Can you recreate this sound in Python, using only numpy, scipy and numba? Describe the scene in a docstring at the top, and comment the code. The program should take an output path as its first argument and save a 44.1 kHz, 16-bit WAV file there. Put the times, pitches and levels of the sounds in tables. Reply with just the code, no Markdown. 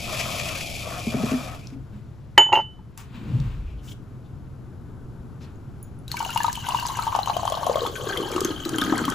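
"""Coffee press, mug and pour

In a quiet, humming room a plastic-footed coffee press slides over a stone sill, hissing with friction and
juddering by stick-slip. An empty mug clinks down and rings in its modes; hands rustle and bump. Coffee is
poured: it splashes, bubble resonances deepen as the pool grows, and the shortening air column rings higher.
Two close microphone ports pick up the scene."""
import sys
import numpy as np
from scipy import signal
from scipy.fft import rfft, irfft, next_fast_len
from scipy.io import wavfile
from numba import njit

SR = 44100
rng = np.random.default_rng(int(sys.argv[2]) if len(sys.argv) > 2 else 0)


def master(y):
    """Save y as 16-bit WAV."""
    cut = np.clip(np.atleast_2d(y).T, -1, 1)
    pcm = np.round(cut * 32767)  # scale
    wavfile.write(sys.argv[1], SR, pcm.astype(np.int16))


N = 403074
TIME_S = np.arange(N) / SR


def amp(db):
    """Decibels to gain."""
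    return 10 ** (np.asarray(db) / 20)

def rms_one(x):
    """Scale to rms 1."""
    return x / np.sqrt(np.mean(x ** 2) + 1e-20)

def in_time(rows):
    """Columns as curves that hold their end values, then a gate that is 1 within the rows."""
    s, *columns = np.transpose(rows)
    return [np.interp(TIME_S, s, c) for c in columns] + [(TIME_S >= s[0]) & (TIME_S <= s[-1])]

def at_hz(points, hz):
    """Interpolate on a log frequency axis."""
    knots_hz, values = np.transpose(points)
    return np.interp(np.log(hz + 1), np.log(knots_hz + 1), values)

def colour(x, spectrum):
    """Spectral shaping; rms 1."""
    size = next_fast_len(N)
    gain = amp(at_hz(spectrum, np.fft.rfftfreq(size, 1 / SR)))
    return rms_one(irfft(rfft(x, size) * gain, size)[:N])

def butter(x, order, hz, kind):
    """Butterworth filter."""
    return signal.sosfilt(signal.butter(order, hz, kind, fs=SR, output="sos"), x)

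def drift(rate_hz):
    """Slow random fluctuation; rms 1."""
    r = np.exp(-80 * np.pi * rate_hz / SR)
    slow = signal.lfilter([1], [1, -2 * r, r * r], rng.standard_normal(N // 40 + 2002))[2000:]
    return np.interp(np.arange(N) / 40, np.arange(len(slow)), rms_one(slow))

def grains(per_s, spread_db):
    """Poisson impulses with a long tail of sizes."""
    hits = rng.random(N) < per_s / SR
    return hits * amp(spread_db * np.minimum(rng.exponential(1, N), 5)) * rng.choice([-1, 1], N)

@njit
def two_pole(x, hz, width_hz):
    """A damped resonator whose centre can move."""
    out, r = np.zeros(len(x)), np.exp(-np.pi * width_hz / SR)
    for i in range(2, len(x)):
        feedback = 2 * r * np.cos(2 * np.pi * hz[i] / SR) * out[i - 1] - r * r * out[i - 2]
        out[i] = x[i] - x[i - 2] + feedback
    return out * (1 - r * r) / 2

def resonate(x, hz, *widths_hz):
    """Resonators in series, one per bandwidth."""
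    for width in widths_hz:
        x = two_pole(x, hz * np.ones(N), float(width))
    return x

def add_tone(out, s, db, hz, t60, attack_s, rise=0.0):
    """A damped sinusoid from time s; its pitch climbs by the share rise over t60."""
    i, t = round(s * SR), np.arange(round(3.7 * t60 * SR)) / SR
    envelope = amp(db - 60 * t / t60) * (1 - np.exp(-t / attack_s))
    tone = envelope * np.sin(2 * np.pi * hz * t * (1 + rise * t / t60 / 2))
    out[i:i + len(t)] += tone[:N - i]

def add_crack(out, s, db, t60):
    """Exponentially decaying noise from time s."""
    i, t = round(s * SR), np.arange(round(t60 * SR)) / SR
    out[i:i + len(t)] += rng.standard_normal(len(t)) * amp(db - 60 * t / t60)

def puff(s, db, length_s):
    """Noise that swells and fades around time s."""
    out, size = np.zeros(N), round(length_s * SR)
    i = round(s * SR) - size // 2
    out[i:i + size] = rng.standard_normal(size) * np.hanning(size) * amp(db)
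    return out

def swell(peak_s, rise_s, fall_s, db, steepness=1.0):
    """A rounded envelope that reaches db at peak_s."""
    t = TIME_S - peak_s
    away = np.where(t < 0, -t / rise_s, t / fall_s)
    return amp(db - steepness * 19.5 * np.minimum(away, 3) ** 2.2) * (away < 2)

def bursts(per_s, spread_db, decay_s):
    """Shot-noise envelope: random 1 ms onsets, each dying away; rms 1."""
    decay, onset = np.exp(-1 / (decay_s * SR)), np.exp(-1 / (.001 * SR))
    poles = np.convolve([1, -decay], [1, -onset])
    return rms_one(signal.lfilter([1], poles, np.abs(grains(per_s, spread_db))))


# Spectra of the room's rumble and hush: frequency_hz, density_db
RUMBLE_SPECTRUM = [(15, -24.5), (25, -77), (45, 22.5), (125, 26), (165, 10.5), (400, -32)]
HUSH_SPECTRUM = [(200, 5.5), (400, -3.5), (600, -15.5), (1500, -17), (2500, -58), (7000, -40),
                 (12000, -38.5), (13500, -60)]
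# Background levels: time_s, rumble_db, hush_db
ROOM_LEVEL = [(0, -40.5, -38.5), (1.6, -42, -43.5), (2.2, -43, -50.5), (2.95, -46, -49),
              (3.1, -44.5, -49.5), (4.0, -43.5, -45), (4.5, -44, -45), (5.0, -44, -42.5), (5.9, -43, -44),
              (9.14, -43.5, -42.5)]

def room_tone(hum_hz=124, hum_width_hz=14, hum_db=-1.5):
    """Ambient noise of the house: broadband murmur and a wavering narrowband hum."""
    rumble_db, hush_db, _ = in_time(ROOM_LEVEL)
    hum = rms_one(resonate(rng.standard_normal(N), hum_hz, hum_width_hz))
    rumble = colour(rng.standard_normal(N), RUMBLE_SPECTRUM) + amp(hum_db) * hum
    return amp(rumble_db) * rumble + amp(hush_db) * colour(rng.standard_normal(N), HUSH_SPECTRUM)


# Sliding speed, expressed as hiss: time_s, level_db
SLIDE = [(0.0, -39), (0.15, -33.5), (0.45, -35), (0.68, -38.5), (1.15, -40.5), (1.32, -38.5), (1.5, -46.5),
         (1.66, -57.5), (1.75, -64)]
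# Spectrum of the friction: frequency_hz, density_db
HISS_SPECTRUM = [(1500, -61), (2050, -6), (2420, 5), (2800, 0), (3350, 4.5), (3900, -1), (4600, 0.5),
                 (6600, -2.5), (9000, -4), (16000, -11.5)]

def friction(grit, rub_hz=2407, rub_end_s=1.67):
    """Friction noise: rough stone makes the foot hiss, with a rubbing tone that fades less."""
    hiss_db, sliding = in_time(SLIDE)
    hiss = amp(hiss_db + 1.24 * drift(20)) * colour(grit, HISS_SPECTRUM)
    rub_db = -46.5 + .75 * (hiss_db - SLIDE[0][1]) + 2.1 * drift(15)
    rub = rms_one(resonate(grit, rub_hz * amp(.26 * drift(20)), 190))
    return sliding * (hiss + amp(rub_db) * rub * (TIME_S < rub_end_s))


# The hand leans on the press: start_s, end_s, level_db
PUSHES = [(0.08, 0.586, -42), (0.854, 0.992, -40.5), (1.134, 1.546, -40.5)]
# Body modes of the press, low to high: pitch_hz, width_hz
PRESS_MODES = [(640, 170), (1170, 360), (1700, 650)]

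def press_body(grit, edge_db_per_s=266):
    """Forced vibration: grit drives the body modes, most strongly while the hand leans."""
    hiss_db, sliding = in_time(SLIDE)
    out, push = np.zeros((2, N))
    for start, end, db in PUSHES:
        outside_s = np.maximum(0, np.maximum(start - TIME_S, TIME_S - end))
        push += amp(db - edge_db_per_s * outside_s)
    push *= amp(.5 * (hiss_db - np.median(hiss_db[sliding])))
    lowest = np.maximum(amp(hiss_db - 6), amp(.5) * push)   # also sounds between pushes
    for gain, (hz, width) in zip((lowest, push, amp(-7) * push), PRESS_MODES):
        centre_hz = hz * amp(.4 * drift(30))
        waver = amp(.8 * drift(3) + 1.5 * drift(25))
        out += gain * waver * rms_one(resonate(grit, centre_hz, width, 2 * width))
    return sliding * out


# Rough patches under the foot: centre_s, level_db, length_s
CATCHES = [(0.152, -23, 0.016), (0.202, -17.5, 0.047), (0.399, -18.5, 0.013), (0.49, -21.5, 0.023),
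           (0.558, -22.5, 0.025), (0.611, -18.5, 0.016), (1.03, -39, 0.012), (1.238, -36, 0.015),
           (1.295, -34, 0.012), (1.316, -25, 0.02), (1.702, -42, 0.01), (1.735, -49, 0.022)]

def catches():
    """Transient friction: each rough patch excites a narrow and a broad resonance."""
    drag = sum(puff(*row) for row in CATCHES)
    return 2.04 * resonate(drag, 2480, 325) + .36 * resonate(drag, 4500, 2700)


# Slips of the foot: start_s, level_db, pitch_hz, t60_s
SLIPS = [(1.068, -20, 223, 0.073), (1.142, -17, 225, 0.052), (1.167, -28.5, 260, 0.11),
         (1.197, -29.5, 186, 0.14), (1.233, -16, 228, 0.055), (1.261, -24, 244, 0.049),
         (1.315, -18.5, 248, 0.067), (1.334, -21, 251, 0.13), (1.72, -41.5, 265.3, 0.22),
         (1.76, -38.5, 261.4, 0.11), (1.929, -44.5, 207, 0.32)]

def judder():
    """Stick-slip: each release of the foot rings the press and the sill."""
    out = np.zeros(N)
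    for s, db, hz, t60 in SLIPS:
        add_tone(out, s, db + 13, hz, t60, attack_s=.0085)
        add_tone(out, s, db + 2.5, hz=140, t60=.08, attack_s=.0084)   # the sill thuds
        add_tone(out, s, db + 2, hz=410, t60=.04, attack_s=.0039)   # upper modes die fast
        add_tone(out, s, db - 7, hz=690, t60=.04, attack_s=.003)
    return out


# Dry snaps of bracelet and fingers: start_s, level_db, centre_hz, width_hz
SNAPS = [(1.671, -25.5, 5130, 900), (2.9756, -28, 10500, 8970), (3.401, -29.5, 4000, 1500)]

def snaps():
    """Impulsive excitation of heavily damped resonances."""
    out = np.zeros(N)
    for s, db, hz, width in SNAPS:
        snap = np.zeros(N)
        add_crack(snap, s, db, t60=.015)
        out += resonate(snap, hz, width)
    return out


# Movements of hands and cloth: peak_s, rise_s, fall_s, rustle_db, bright_db
RUSTLES = [(1.95, 0.043, .07, -62, -66), (2.976, 0.0027, 0.078, -50, -45.5),
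           (3.154, 0.023, 0.05, -51.5, -64.5), (3.4, 0.44, 0.31, -51.5, -59),
           (3.85, 0.035, 0.066, -59, -55), (3.925, 0.084, 0.016, -66, -47.5),
           (5.415, 0.016, 0.15, -57, -70)]
# Spectra of the rustle and its bright part: frequency_hz, density_db
RUSTLE_SPECTRUM = [(600, -5.5), (1000, 7), (2000, -1), (2700, 2), (3200, -2.5), (3700, -3), (4800, -11),
                   (6000, -53)]
BRIGHT_SPECTRUM = [(3500, -41), (5000, 0.5), (8000, 2.5), (12000, -6), (16000, 4)]

def rustle():
    """Fibre friction: dense tiny clicks merge into swells of noise."""
    fibres = grains(8400, spread_db=1.5)
    cloth = sum(swell(*timing, db) for *timing, db, _ in RUSTLES)
    bright = sum(swell(*timing, db, steepness=1.12) for *timing, _, db in RUSTLES)
    return cloth * colour(fibres, RUSTLE_SPECTRUM) + bright * colour(fibres, BRIGHT_SPECTRUM)


# Mug strikes stone: start_s, air_and_sill_db, wall_db, twin_db, upper_lift_db
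CLINKS = [(2.378, 2, -2, -12, -1.5), (2.527, -13.5, -27, -9.5, 12.5), (2.553, -16, -15.5, -16.5, -4)]
# Modes of the mug's wall: pitch_hz, level_db, t60_s
WALL_MODES = [(3017, -1, 0.31), (3044, -16, 0.09), (3900, -34.5, 0.12), (4360, -28.5, 0.1),
              (4730, -39, 0.14), (5105, -36.5, 0.12), (5400, -37.5, 0.09), (6050, -40.5, 0.17),
              (6260, -40.5, 0.078), (6790, -23, 0.23), (6660, -37.5, 0.13), (7590, -43.5, 0.11),
              (11660, -34.5, 0.18), (15300, -40.5, 0.18)]

def clinks(twin_hz=2800, twin_t60_s=.17, roughness=.65):
    """Modal ringing; the handle splits off a low twin mode. Returns the ring and the sill's shaking."""
    ring, cluster, shake, tail = np.zeros((4, N))
    for s, sill_db, wall_db, twin_db, lift_db in CLINKS:
        for hz, db, t60 in WALL_MODES:
            upper_db = (lift_db + 2 * rng.standard_normal()) * (hz > 3300)
            target = cluster if 3300 < hz < 6700 else ring
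            add_tone(target, s, wall_db + db + upper_db, hz, t60, attack_s=.0008)
        add_tone(ring, s, twin_db - 4, twin_hz, twin_t60_s, attack_s=.001)
        add_tone(cluster, s, twin_db - 7, .98 * twin_hz, twin_t60_s, attack_s=.001)
        add_crack(shake, s, sill_db - 5.5, t60=.03)
        add_crack(tail, s, sill_db - 21, t60=.2)
    beating = 1 - roughness + roughness * drift(70)   # clustered modes beat unevenly
    return ring + beating * cluster, shake + butter(tail, 4, 3300, "low")


# The base chatters on the sill: start_s, level_db
CHATTER = [(2.391, -8), (2.403, -10), (2.413, -12), (2.424, -26), (2.464, -23), (2.489, -21.5),
           (2.500, -23), (2.521, -11.5), (2.532, -1.5), (2.546, -11.5), (2.562, -10.5), (2.572, -7.5),
           (2.588, -11.5), (2.597, -16.5), (2.791, -43.5)]
# Modes of the air in the empty mug and the sill below: pitch_hz, level_db, t60_s
CAVITY_MODES = [(390.5, -11.5, 0.043), (580, -10, 0.0291), (747.5, -4, 0.018), (864.7, 1, 0.046),
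                (902, -15, 0.092), (1352, -18, 0.04), (1918, -13.5, 0.012)]

def hollow_knocks():
    """Cavity resonance: every touch of the base sounds the air in the mug."""
    out = np.zeros(N)
    for s, touch_db, *_ in [*CHATTER, *CLINKS]:
        for hz, db, t60 in CAVITY_MODES:
            add_tone(out, s, touch_db + db + 2 * rng.standard_normal(), hz, t60, attack_s=.0017)
    return out


# Response of the stone: frequency_hz, density_db
SILL_SPECTRUM = [(300, -11), (900, -0.5), (1400, 0), (2000, 6.5), (2500, -1), (4000, -11.5), (5200, -24),
                 (8000, -35)]

def sill(shake):
    """Diffuse response: the stone colours the noise of the impacts."""
    return colour(shake, SILL_SPECTRUM) * np.std(shake)

def grind(start_s=2.524, end_s=2.625):
    """Micro-impacts fade as the mug rocks to rest. Returns the ring and the sill's shaking."""
    ring, shake = np.zeros((2, N))
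    for when, softness, pick in rng.random((90, 3)):
        s, hit_db = start_s + when * (end_s - start_s), -10 * softness
        hz, db, t60 = CAVITY_MODES[int(pick * len(CAVITY_MODES))]
        add_tone(ring, s, hit_db + db - 23.5 - 12 * when ** 4, hz, t60, attack_s=.0011)
        hz, _, t60 = WALL_MODES[2 + int(pick * 10)]
        detune = 1 + .04 * (softness - .5)
        add_tone(ring, s, hit_db - 42.5 - 22 * when, hz * detune, t60 / 2, attack_s=.0006)
        add_crack(shake, s, hit_db - 26.5 - 17 * when, t60=.01006)
    return ring, shake


# Booms of the sill: peak_s, rise_s, fall_s, level_db, pitch_hz, width_hz
BOOMS = [(3.325, 0.214, 0.19, -34.5, 195, 73), (3.41, 0.18, 0.082, -23, 123, 10),
         (3.36, 0.18, 0.24, -29, 116, 32), (3.58, 0.4, 0.33, -31, 44, 28.6)]

def booms():
    """Forced vibration: something moved on the sill drives its low resonances."""
    return sum(swell(*envelope) * rms_one(resonate(rng.standard_normal(N), hz, width, 2 * width))
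               for *envelope, hz, width in BOOMS)


# Fingers on glass: centre_s, level_db, length_s, pitch_hz, width_hz
SQUEAKS = [(3.698, -62, 0.21, 2500, 500), (3.793, -62, 0.07, 3080, 343), (3.888, -47, 0.035, 3230, 343),
           (3.919, -47, 0.03, 3150, 340), (4.262, -67, 0.065, 3450, 343), (5.434, -66.5, 0.09, 4390, 2500)]

def squeaks():
    """Friction-driven resonance: narrow bands squeak, broad ones scrape."""
    return 7.3 * sum(resonate(puff(*rub), hz, width) for *rub, hz, width in SQUEAKS)


# First drips and lid ticks: start_s, level_db, pitch_hz
TICKS = [(5.5578, -58, 6810), (5.8286, -34.5, 10800), (5.828, -35.5, 15100), (5.9893, -49.5, 10300)]

def ticks():
    """Free decay after light impacts: a click, a faint ring and the answer of the mug's wall."""
    out = np.zeros(N)
    wall_hz, _, wall_t60 = WALL_MODES[9]
    for s, db, hz in TICKS:
        add_tone(out, s, db + 8.5, hz, t60=.006, attack_s=.00026)
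        add_tone(out, s, db - 14, hz, t60=.09, attack_s=.001)
        add_tone(out, s, db - 25, wall_hz, wall_t60, attack_s=.001)
    return out


# Strength of the stream about its mean: time_s, level_db
FLOW = [(6.075, -25), (6.13, -4.5), (6.25, 4), (6.4, 2.5), (6.57, -3.5), (6.7, 5.5), (7.0, 2), (7.45, -0.5),
        (7.83, 5), (7.92, -3), (8.018, 3.5), (8.3, 3.5), (8.5, 1), (8.6, -4), (8.72, 1), (8.92, 6.5),
        (9.14, 1)]
POUR_START_S, POUR_END_S = FLOW[0][0], FLOW[-1][0]

def stream_gain(db, flow_share, growth_db_per_s):
    """Amplitude modulation by the stream; zero outside the pour."""
    flow_db, pouring = in_time(FLOW)
    return pouring * amp(db + flow_share * flow_db + growth_db_per_s * (TIME_S - POUR_START_S))

def bubbles(count, low_hz, span, cycles, spread_db, rise):
    """Minnaert resonance: random rising bubbles from low_hz to span times that; rms 1 in the pour."""
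    out, length_s = np.zeros(N), POUR_END_S - POUR_START_S
    for when, softness, place in rng.random((count, 3)):
        hz, db = low_hz * span ** place, -spread_db * np.log(softness + .0057)
        add_tone(out, POUR_START_S + when * length_s, db, hz, cycles / hz, attack_s=.5 / hz, rise=rise)
    return out / np.sqrt(np.sum(out ** 2) / length_s / SR)


# Spectrum of the splash: frequency_hz, density_db
SPLASH_SPECTRUM = [(600, -25), (1300, -10.5), (1700, -14.5), (2050, -13), (2500, -12.5), (3000, -9),
                   (3500, -8.5), (4200, -1.5), (5200, -10.5), (6400, -4.5), (8000, -8), (11000, -13.5),
                   (16000, -11)]
# Bands of the spray: edge_hz
SPRAY_EDGES = [500, 1200, 2400, 4000, 5500, 8500, 13000, 18000]

def splash():
    """Liquid impact noise: small bubbles, and spray whose bands burst partly together, partly alone."""
    together, white = bursts(80, spread_db=4, decay_s=.008), rng.standard_normal(N)
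    spray = np.zeros(N)
    for band in zip(SPRAY_EDGES, SPRAY_EDGES[1:]):
        alone = bursts(200, spread_db=3.5, decay_s=.005)
        spray += butter(white * (.8 + .45 * together + .7 * alone), 2, band, "band")
    fizz = bubbles(2000, low_hz=1310, span=7.97, cycles=35, spread_db=7, rise=.12)
    mix = .75 * colour(spray, SPLASH_SPECTRUM) + .3 * colour(fizz, SPLASH_SPECTRUM)
    return stream_gain(-41, flow_share=.68, growth_db_per_s=-.6) * mix

def churn(per_s):
    """Noise of the broken surface: random surges over a steady wash."""
    return rng.standard_normal(N) * (.27 + bursts(per_s, spread_db=4.4, decay_s=.0039))


# Resonances as the mug fills: time_s, bubble_hz, air_hz, wall_hz
FILLING = [(6.07, 955, 946, 2870), (7.0, 1003, 1037, 2935), (7.3, 763, 1045, 2970), (7.7, 585, 1067, 3140),
           (8.1, 402, 1150, 3200), (8.5, 308, 1244, 3120), (9.14, 236, 1260, 3200)]
POOL_HZ, AIR_HZ, WALL_HZ, _ = in_time(FILLING)

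def mug_air(cross_hz=1570, lull_s=7.65, lull_width_s=.55):
    """Air resonance amid bubbles: the shortening column rises, the cross mode keeps its pitch."""
    column = rms_one(resonate(churn(80), AIR_HZ * amp(.26 * drift(14)), 75))
    burble = bubbles(900, low_hz=707, span=1.82, cycles=17.6, spread_db=6.5, rise=.24)
    cross = rms_one(resonate(churn(60), cross_hz * amp(.16 * drift(12)), 98))
    lull = np.exp(-((TIME_S - lull_s) / lull_width_s) ** 2)
    cross_db = -7.5 + 1.5 * (TIME_S - POUR_START_S) - 8 * lull
    mix = .52 * column + .69 * burble + amp(cross_db) * cross
    return stream_gain(-46, flow_share=1, growth_db_per_s=2.75) * mix

def wet_wall():
    """Forced vibration: the churning surface drives the mug's wall."""
    ring = resonate(churn(120), WALL_HZ * amp(.29 * drift(41)), 190)
    return stream_gain(-46, flow_share=.66, growth_db_per_s=.63) * rms_one(resonate(ring, WALL_HZ, 750))


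# Sharp droplets: start_s, level_db, pitch_hz
DROPS = [(6.08, -26.5, 3900), (6.175, -27, 1530), (6.329, -25, 3070), (6.497, -29, 1750),
         (7.023, -20, 4150), (7.367, -20.5, 3165), (7.757, -22.5, 3300), (6.1162, -15, 4270),
         (6.169, -19.5, 2290), (6.249, -19.5, 2900), (6.304, -20, 2810), (6.3748, -13, 2850),
         (6.433, -15, 7130), (6.466, -20, 3880), (6.554, -19.5, 3060), (6.754, -24, 2880),
         (6.798, -19.5, 4500), (7.259, -21, 3020), (7.476, -25, 3200), (7.522, -20, 3290),
         (7.865, -17.5, 3410), (7.96, -26, 3220), (8.173, -18.5, 3400), (8.4476, -9, 6300),
         (6.769, -24, 2950), (6.885, -20.5, 4030), (8.652, -18.5, 3930), (8.784, -12.5, 3170),
         (8.8147, -13.5, 3570), (8.8375, -18, 3200), (9.052, -14.5, 3200)]

def droplets():
    """Drop impact: a bright puff and a short rising ping."""
    pings, patter = np.zeros((2, N))
    for s, db, hz in DROPS:
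        add_tone(pings, s, db - 5, hz, t60=79 / hz, attack_s=.00005, rise=.031)
        add_crack(patter, s, db - 10, t60=.028)
    return pings + butter(patter, 2, 1500, "high")


# Large bubbles: start_s, level_db, pitch_hz
GULPS = [(6.142, -19.5, 947), (6.204, -14, 917), (6.226, -20, 896), (6.25, -25, 920), (6.291, -24, 940),
         (6.293, -25, 1370), (6.36, -9.5, 914), (6.375, -22, 1020), (6.403, -14, 940), (6.404, -20, 1710),
         (6.444, -8.5, 923), (6.446, -16.5, 1230), (6.481, -11, 945), (6.511, -42, 970), (6.574, -22, 935),
         (6.668, -21, 980), (6.686, -13.5, 940), (6.72, -17, 1020), (6.746, -8.5, 970), (6.786, -24, 950),
         (6.826, -18.5, 984), (6.852, -14.5, 967), (6.904, -25.5, 970), (6.972, -20, 960),
         (6.989, -12, 965), (6.991, -20.5, 1280), (7.068, -14, 897), (7.076, -14.5, 950),
         (7.125, -15, 1004), (7.15, -7, 890), (7.163, -17, 740), (7.189, -9.5, 780), (7.274, -11.5, 940),
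         (7.298, -9, 840), (7.366, -13, 663), (7.395, -18, 990), (7.431, -16, 775), (7.452, -14.5, 800),
         (7.477, -11, 955), (7.522, -24, 1000), (7.521, -17, 603), (7.575, -23, 660), (7.832, -18.5, 464),
         (7.872, -25.5, 354), (7.541, -18.5, 1050), (7.573, -16, 910), (7.631, -12.5, 916),
         (7.667, -12, 676), (7.696, -10, 522), (7.756, -11, 573), (7.817, -19, 460), (7.861, -15.5, 1170),
         (8.069, -20.5, 410), (8.176, -25, 355), (8.2, -19.5, 363), (8.362, -15.5, 330),
         (8.365, -17.5, 1110), (8.38, -15, 1060), (8.415, -16, 379), (8.45, -16, 338), (8.513, -25, 280),
         (8.659, -20.5, 316), (8.701, -26, 342), (8.73, -20.5, 304), (8.758, -23, 300), (8.845, -21, 280),
         (8.897, -21, 277), (8.948, -20, 273), (8.783, -21, 294), (8.785, -20, 1200), (8.819, -22.5, 273),
         (8.819, -10, 1500), (8.878, -20.5, 280), (8.923, -12, 289), (8.923, -19, 1640), (9.016, -23, 284),
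         (9.079, -20.5, 276), (9.08, -12.5, 1044)]
DEEP_FROM_S = 7.14

def gulps(companion_hz=1117):
    """Minnaert resonance of large bubbles; in a deep pool they chirp more and ring the air column."""
    out, spatter = np.zeros((2, N))
    for s, db, hz in GULPS:
        if s < DEEP_FROM_S:
            add_tone(out, s, db + 4.5, hz, t60=.028, attack_s=.0021, rise=.031)
        else:
            add_tone(out, s, db + 9, hz, t60=.0037 + 9.8 / hz, attack_s=.0024, rise=.18)
            add_tone(out, s, db - 5, AIR_HZ[round(s * SR)], t60=.033, attack_s=.003)
        add_tone(out, s, db - 5.5, 1.495 * hz, t60=.012, attack_s=.0078, rise=.12)   # pinch-off knock
        add_crack(spatter, s, db - 16.5, t60=.047)   # spray thrown against the wall
        companion_db, detune = db + rng.normal(-7, 3.5), amp(rng.normal(0, .3))   # a second bubble
        add_tone(out, s, companion_db, companion_hz * detune, t60=.028, attack_s=.0047, rise=.08)
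    return out + resonate(spatter, WALL_HZ, 1700) + .83 * resonate(spatter, AIR_HZ, 630)


# Flecks of spray: start_s, level_db
FLECKS = [(6.193, -25.5), (6.348, -28), (6.5285, -23), (6.688, -23), (6.8664, -23), (6.97, -26),
          (7.162, -27.5), (7.4535, -31), (7.4992, -25), (7.666, -26), (8.317, -29.5), (8.363, -28),
          (8.4062, -19.5), (8.692, -23.5), (8.979, -23), (9.1008, -19.5)]

def flecks(centre_hz=7100, width_hz=4100):
    """Brief impacts of spray give broad, bright noise."""
    hits = np.zeros(N)
    for s, db in FLECKS:
        add_crack(hits, s, db + 5, t60=.018)
    return butter(resonate(hits, centre_hz, width_hz), 2, 1500, "high")

def pool(formed_s=6.7, onset_db_per_s=120):
    """Resonance of a bubble cloud: it deepens, and sizes scatter more, as the pool grows."""
    scatter = amp(np.where(TIME_S < DEEP_FROM_S, .4, 1.2) * drift(46))
    cloud = rms_one(resonate(grains(900, spread_db=4), POOL_HZ * scatter, 84, 340))
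    forming = amp(-onset_db_per_s * np.maximum(0, formed_s - TIME_S))
    return stream_gain(-46.5, flow_share=1.06, growth_db_per_s=4.1) * forming * cloud


# Phase between the ports: frequency_hz, left_lead_rad
PORT_PHASE = [(0, 0), (1100, -.2), (2800, .5), (7500, 0), (8600, -2.9), (9500, -3.4), (10500, -6.0),
              (12000, -6.5), (12900, -9.2), (13800, -9.6), (14700, -12.3), (16000, -12.7)]
# Level between the ports: frequency_hz, left_minus_right_db
PORT_BALANCE = [(60, 1), (400, 3), (700, 9.5), (1300, 4), (4400, 6), (8000, 0.5)]

def ports(x, balance):
    """Two-point pickup: phase and level differences depend on frequency."""
    size = next_fast_len(N + SR // 10)
    hz = np.fft.rfftfreq(size, 1 / SR)
    half = amp(at_hz(balance, hz) / 2) * np.exp(.5j * at_hz(PORT_PHASE, hz))
    return irfft(rfft(x, size) * np.array([half, 1 / half]), size)[:, :N]

def reverberation(x, t60=.25):
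    """Diffuse reflections: a dull decaying tail, independent in each channel."""
    t = np.arange(round(t60 * SR)) / SR
    tail = signal.lfilter([.4], [1, -.6], rng.standard_normal((2, len(t))))
    tail *= amp(-60 * t / t60) * (t > .004)
    tail /= np.sqrt(np.sum(tail ** 2, axis=1, keepdims=True))
    thinned = signal.lfilter([1, -1], [1, -.92], x)   # the small room returns little bass
    return signal.fftconvolve(thinned[None], tail, axes=1)[:, :N]

def scene(mug_pan_db=-1.5):
    """Superposition of all sources at the ports, with room tone and reverberation."""
    grit = grains(4500, spread_db=2) * amp(.6 * drift(50))
    press = friction(grit) + press_body(grit) + catches() + judder()
    clink_ring, clink_shake = clinks()
    grind_ring, grind_shake = grind()
    mug = clink_ring + grind_ring + hollow_knocks() + sill(clink_shake + grind_shake)
    handling = snaps() + rustle() + booms() + squeaks() + ticks()
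    pour = splash() + mug_air() + wet_wall() + droplets() + gulps() + flecks() + pool()
    near = press + handling + pour
    direct = ports(near + room_tone(), PORT_BALANCE) + ports(mug, [(1, mug_pan_db)])
    room_side = amp(-9.5) * room_tone() * [[1], [-1]]
    return direct + room_side + reverberation(amp(-10) * near + amp(-23) * mug)

def record(dry, cutoff_hz=16300):
    """Band limiting and hard clipping: the top is cut and the loudest clink overloads."""
    lowpass = signal.cheby2(12, 70, cutoff_hz, fs=SR, output="sos")
    return np.clip(signal.sosfilt(lowpass, dry), -1, 1)


dry = scene()
out = record(dry)
master(out)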